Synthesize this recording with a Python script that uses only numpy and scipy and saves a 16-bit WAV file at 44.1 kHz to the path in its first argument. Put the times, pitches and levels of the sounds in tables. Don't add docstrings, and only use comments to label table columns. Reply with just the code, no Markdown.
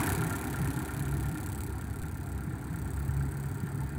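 import sys
import numpy as np
from scipy import signal
from scipy.io import wavfile
from scipy.ndimage import uniform_filter1d

SR = 44100
rng = np.random.default_rng(int(sys.argv[2]) if len(sys.argv) > 2 else 0)


def to_wav(sig):
    pcm = np.clip(np.atleast_2d(sig), -1, 1) * 32767
    pcm = np.round(pcm).astype(np.int16)
    wavfile.write(sys.argv[1], SR, pcm.T)


def decibels_to_gain(level_db):
    exponent = np.asarray(level_db, float) / 20
    return 10 ** exponent


N = 175518
TIME = np.arange(N) / SR

# time_s, firings_per_s
ENGINE_SPEED = [(0, 34.229), (.7, 34.397), (1.5, 34.301), (1.9, 33.944), (2.15, 34.163), (2.5, 33.996),
                (3, 34.378), (3.98, 34.563)]
# time_s, presence_db, puff_db,
# facing # (0 side-on, 1 ahead)
ENGINE_VIEW = [(0, 3, 3.5, 0), (.09, 0.5, 3.5, 0.1), (.2, -3, -0.5, 0), (.6, -6.5, -4, .05),
               (1.1, -9, -7, 0.23), (1.35, -10, -7, 0.22), (1.62, -13, -6, 0.6), (1.75, -12.5, -12, 0.34),
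               (2.2, -14.5, -12, 0.64), (2.55, -13, -17.5, 0.83), (2.75, -12.5, -12.5, 0.8),
               (3.4, -12.5, -12, 0.9), (3.98, -13, -15, 0.74)]
# freq_hz, level_db (per Hz)
GRAVEL_RUMBLE = [(25, -48), (42, -37), (55, -7.5), (76, -2.5), (110, 1), (170, -6.5), (300, -13),
                 (620, -33.5)]
# pitch_hz, width_hz, level_db
DRUM_SHELL = [
    (264.6, 31.7, -42.5),
    (301.2, 35.5, -39.5),
    (392.6, 16.3, -44.5),
]
# start_s, level_db, pitch_hz, decay_cycles
CRUSHED_STONES = [(0.172, -30, 158.3, 20), (0.264, -21.5, 101, 1), (0.602, -28.5, 165, 6),
                  (.76, -25, 150, 2), (.68, -33.5, 273, 12.5), (.77, -33, 304, 12.4),
                  (.95, -32.5, 103, 4.5), (1.001, -21, 130, 1.8), (1.35, -36.5, 302, 14.5),
                  (1.311, -29.5, 160, 4.7), (1.582, -26.5, 70.4, 1.8), (2.465, -26, 158, 2.1),
                  (2.524, -21, 109, 1.03), (2.7, -32, 164, 7.7), (3.071, -22, 81, 2.3),
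                  (3.25, -30.5, 269, 3.5), (3.559, -52, 917, 35.5), (3.625, -21.5, 165, 1.8),
                  (3.81, -45, 896, 23)]
# time_s, second_order_db, fourth_order_db
EXHAUST_BOOM = [(0, -39.5, -59), (.35, -49, -61), (.62, -41, -37), (.87, -40, -47), (1.1, -35.5, -37.5),
                (1.4, -42.5, -44), (1.7, -40, -49.5), (2.1, -45.5, -52), (2.35, -40.5, -42.5),
                (2.7, -39.5, -49.5), (3.1, -38.5, -36.5), (3.3, -39, -37.5), (3.6, -60, -42),
                (3.98, -29.5, -38)]
# multiple_of_firing_rate, level_db
SHAFT_ORDERS = [(1.5, -54), (2.75, -47), (3, -54), (6, -56)]
# freq_hz, level_db (per Hz)
GEAR_CLATTER = [(470, -7.5), (575, -17), (700, -2.5), (900, -2), (1170, -10), (1500, -6), (2500, -17.5),
                (2750, -29)]
# pitch_hz, width_hz, level_db
BLOCK_MODES = [(1392, 32, 2), (1601, 66, -2), (1782, 57, -2.5), (2170, 340, -11)]
CYLINDER_SIDE_DB = [-3, -3.5, 5.5, 3]
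CYLINDER_AHEAD_DB = [-8, 5, -1, -5]
# place_turns, level_db, decay_s, timing_spread_turns
FIRING_PUFFS = [
    (0, 0, .0022, .014),
    (.275, -3.5, .003, .03),
    (.08, -11.5, .0115, .02),
]
# freq_hz, level_db (per Hz)
SIDE_HISS = [(1900, -25), (2500, -4.5), (4300, -3), (5200, -6.5), (7000, -3), (9000, 0.5), (12500, -1.5),
             (16800, -4.5)]
# freq_hz, level_db (per Hz)
AHEAD_HISS = [(1900, -27), (2500, -12), (4300, -1), (5200, -7.5), (7000, -4), (9300, -3), (12500, -1.5),
              (16800, 5)]
# pitch_hz, width_hz, side_db, ahead_db
HISS_WHISTLES = [(2336, 310, -10, -20.5), (4710, 120, -24, -16), (7080, 190, -20.5, -38),
                 (8040, 890, -9.5, -6), (8444, 710, -13.5, -2.5), (11050, 600, -7.5, -9.5),
                 (14960, 900, -12, -7.5)]
# freq_hz, level_db (per Hz)
LEAK_HISS = [(2000, -19), (2800, -2.5), (4500, -3), (5300, -7), (8500, -5.5), (12500, -10), (16000, -10.5)]

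FIRST_TURN, CYLINDERS = -.147, 4
BAND_EDGE_HZ = 15850


def evened(x):
    return x / np.sqrt(np.mean(x ** 2) + 1e-20)


def curve(rows, column):
    return np.interp(TIME, [r[0] for r in rows], [r[column] for r in rows])


def presence_db():
    return curve(ENGINE_VIEW, 1)


def facing_ahead():
    return np.clip(curve(ENGINE_VIEW, 3), 0, 1)


def resonate(x, hz, width_hz):
    turn = np.exp(2j * np.pi * hz * TIME)
    r = np.exp(-np.pi * width_hz / SR)
    return 2 * (turn * signal.lfilter([1 - r], [1, -r], x / turn)).real


def ring(x, hz, width_hz, wider):
    return evened(resonate(resonate(x, hz, wider * width_hz), hz, width_hz))


def noise(colour, patch_db, size, wide, slope_db=40):
    frames = 4 * N // size + 5
    hz = np.fft.rfftfreq(size, 1 / SR) + 1
    a, b, patches = rng.standard_normal((frames, len(hz), 3)).T
    patches = uniform_filter1d(patches, wide, 0)
    patches = evened(uniform_filter1d(patches, size=5, axis=1))
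    f, level_db = np.transpose(colour)
    octaves_outside = np.maximum(np.log2(f[0] / hz), 0) + np.maximum(np.log2(hz / f[-1]), 0)
    shape_db = np.interp(np.log(hz), np.log(f), level_db) - slope_db * octaves_outside
    spectra = (a + 1j * b) * decibels_to_gain(shape_db[:, None] + patch_db * np.clip(patches, -2, 2))
    return evened(signal.istft(spectra, nperseg=size, noverlap=3 * size // 4)[1][:N])


def crank():
    return FIRST_TURN + np.cumsum(curve(ENGINE_SPEED, 1)) / SR


def train(place, spread, firing_db):
    count = len(firing_db)
    turns = np.arange(count) - 1 + place + spread * rng.standard_normal(count)
    clicks = np.zeros(N + 1)
    clicks[np.searchsorted(crank(), turns)] = decibels_to_gain(firing_db)
    clicks[0] = 0
    return clicks[:N]


def drums():
    RUMBLE_DB, RUMBLE_FOLLOW, RUMBLE_PATCH_DB = -33.5, 0.47, 1.9
    SHELL_FOLLOW = 0.79
    near_db = presence_db()
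    rumble = noise(GRAVEL_RUMBLE, RUMBLE_PATCH_DB, size=2048, wide=5)
    out = decibels_to_gain(RUMBLE_DB + RUMBLE_FOLLOW * near_db) * rumble
    grit = rng.standard_normal(N)
    for hz, width_hz, db in DRUM_SHELL:
        out += decibels_to_gain(db + SHELL_FOLLOW * near_db) * ring(grit, hz, width_hz, wider=3)
    for start_s, db, hz, decay_cycles in CRUSHED_STONES:
        cycles = np.maximum(TIME - start_s, 0) * hz
        swell = np.minimum(2 * cycles, 1) * np.exp(-(cycles / decay_cycles) ** 2)
        out -= decibels_to_gain(db) * np.sin(2 * np.pi * cycles) * swell
    return out


def exhaust():
    WAVER = 0.42
    out = np.zeros(N)
    turns = crank()
    boom = [(2, curve(EXHAUST_BOOM, 1)), (4, curve(EXHAUST_BOOM, 2))]
    for multiple, db in boom + SHAFT_ORDERS:
        drifts = rng.standard_normal((2, N))
        a, b = (evened(uniform_filter1d(uniform_filter1d(v, size=3000), size=3000)) for v in drifts)
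        tone = np.exp(2j * np.pi * (multiple * turns + rng.random()))
        tone = (1 + WAVER * (a + 1j * b)) * tone
        out += np.sqrt(2) * decibels_to_gain(db) * tone.real
    return out


def clatter():
    CLATTER_DB, CLATTER_FOLLOW = -38.5, 0.98
    contacts = noise(GEAR_CLATTER, 1.5, size=1024, wide=8)
    return decibels_to_gain(CLATTER_DB + CLATTER_FOLLOW * presence_db()) * contacts


def knock():
    KNOCK_DB, KNOCK_FOLLOW = -43.5, 0.88
    PLACE_TURNS, TIMING_SPREAD_TURNS, RATTLE_TURNS = .38, 0.0266, .28
    STRENGTH_SPREAD_DB, BLOW = 1.2, 24.
    count = int(crank()[-1]) + 2
    firing = np.arange(count) - 1
    facing = np.interp(firing, crank(), facing_ahead())
    side_db = np.array(CYLINDER_SIDE_DB)[firing % CYLINDERS]
    ahead_db = np.array(CYLINDER_AHEAD_DB)[firing % CYLINDERS]
    firing_db = side_db + (ahead_db - side_db) * facing
    firing_db = firing_db + STRENGTH_SPREAD_DB * rng.standard_normal(count)
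    blows = train(PLACE_TURNS, TIMING_SPREAD_TURNS, firing_db)
    u = TIME[:SR // 20] * ENGINE_SPEED[0][1] / RATTLE_TURNS
    rattle = signal.oaconvolve(blows, np.exp(-u ** 2))[:N] * rng.standard_normal(N)
    drive = rattle + BLOW * blows * rng.choice([-1, 1], N)
    rings = sum(decibels_to_gain(db) * ring(drive, hz, width_hz, wider=5) for hz, width_hz, db in BLOCK_MODES)
    return decibels_to_gain(KNOCK_DB + KNOCK_FOLLOW * presence_db()) * evened(rings)


def puff_power():
    PUFF_SPREAD_DB, SHARED_SPREAD_DB, RISE_S = 1.8, .3, .0002
    power = np.zeros(N)
    t = TIME[:SR // 10]
    chance = rng.standard_normal((int(crank()[-1]) + 2, 4))
    for k, (place, db, decay_s, spread) in enumerate(FIRING_PUFFS):
        shape = np.exp(-2 * t / decay_s) * np.minimum(t / RISE_S, 1) ** 2
        firing_db = db + PUFF_SPREAD_DB * chance[:, k] + SHARED_SPREAD_DB * chance[:, -1]
        power += signal.oaconvolve(train(place, spread, firing_db) ** 2, shape)[:N]
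    return power


def puffs():
    HISS_DB, PATCH_DB = -42.5, 2.1
    LEAK_DB, LEAK_FOLLOW = -51.5, 1
    facing = facing_ahead()
    power = puff_power()
    side = noise(SIDE_HISS, PATCH_DB, size=512, wide=12)
    ahead = noise(AHEAD_HISS, PATCH_DB, size=512, wide=12)
    flat = [(HISS_WHISTLES[0][0] / 2, 0), (BAND_EDGE_HZ, 0)]
    white = noise(flat, PATCH_DB, size=512, wide=12)
    hiss = np.sqrt(1 - facing) * side + np.sqrt(facing) * ahead
    for hz, width_hz, side_db, ahead_db in HISS_WHISTLES:
        hiss += decibels_to_gain(side_db + (ahead_db - side_db) * facing) * ring(white, hz, width_hz, wider=1)
    leak = decibels_to_gain(LEAK_DB + LEAK_FOLLOW * presence_db()) * noise(LEAK_HISS, 1.5, size=512, wide=12)
    bursts = evened(hiss) * evened(np.sqrt(abs(power)))
    return decibels_to_gain(HISS_DB + curve(ENGINE_VIEW, 2)) * bursts + leak


def scene():
    return (drums() + exhaust() + clatter() + knock() + puffs())[None]


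def low_pass(x, edge_hz):
    return signal.oaconvolve(x, signal.firwin(511, edge_hz, window=("kaiser", 9), fs=SR), "same")


def slip(x):
    SLIP_AT_S, SLIP_S, FADE_S = 2.0235, .0078, .002
    BUMP_DB, BUMP_S = -38, 0.011
    after = np.clip((TIME - SLIP_AT_S) / FADE_S + 1, 0, 1)
    late = np.roll(x, round(SLIP_S * SR))
    x = x * np.maximum(1 - 2 * after, 0) + late * np.maximum(2 * after - 1, 0)
    return x - decibels_to_gain(BUMP_DB) * np.exp(-((TIME - SLIP_AT_S) / BUMP_S) ** 2)


def band_limit(x):
    SPILL_OVER_DB, SPILL_DB = 10.6, -8
    low = low_pass(x, BAND_EDGE_HZ)
    top = x - low
    power = uniform_filter1d(top ** 2, size=100)
    sharp = power > decibels_to_gain(2 * SPILL_OVER_DB) * uniform_filter1d(power, size=SR // 4)
    held = np.minimum(uniform_filter1d(1. * sharp, size=300) * 300, 1)
    spill = uniform_filter1d(held, size=100)
    return low + decibels_to_gain(SPILL_DB) * spill * top


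def top_cut(x):
    return signal.sosfilt(signal.butter(12, 16820, fs=SR, output="sos"), x)


def record(dry):
    NOTCH_HZ, NOTCH_WIDTH_HZ, NOTCH_DEPTH = 5254, 420, 0.64
    LOW_CUT_HZ, SPILL_EDGE_HZ = 50, 16800
    x = dry[0] - NOTCH_DEPTH * resonate(dry[0], NOTCH_HZ, NOTCH_WIDTH_HZ)
    x = signal.sosfilt(signal.butter(2, LOW_CUT_HZ, "high", fs=SR, output="sos"), x)
    x = slip(low_pass(x, SPILL_EDGE_HZ))
    mix = band_limit(x)[None]
    return top_cut(mix)


dry = scene()
out = record(dry)
to_wav(out)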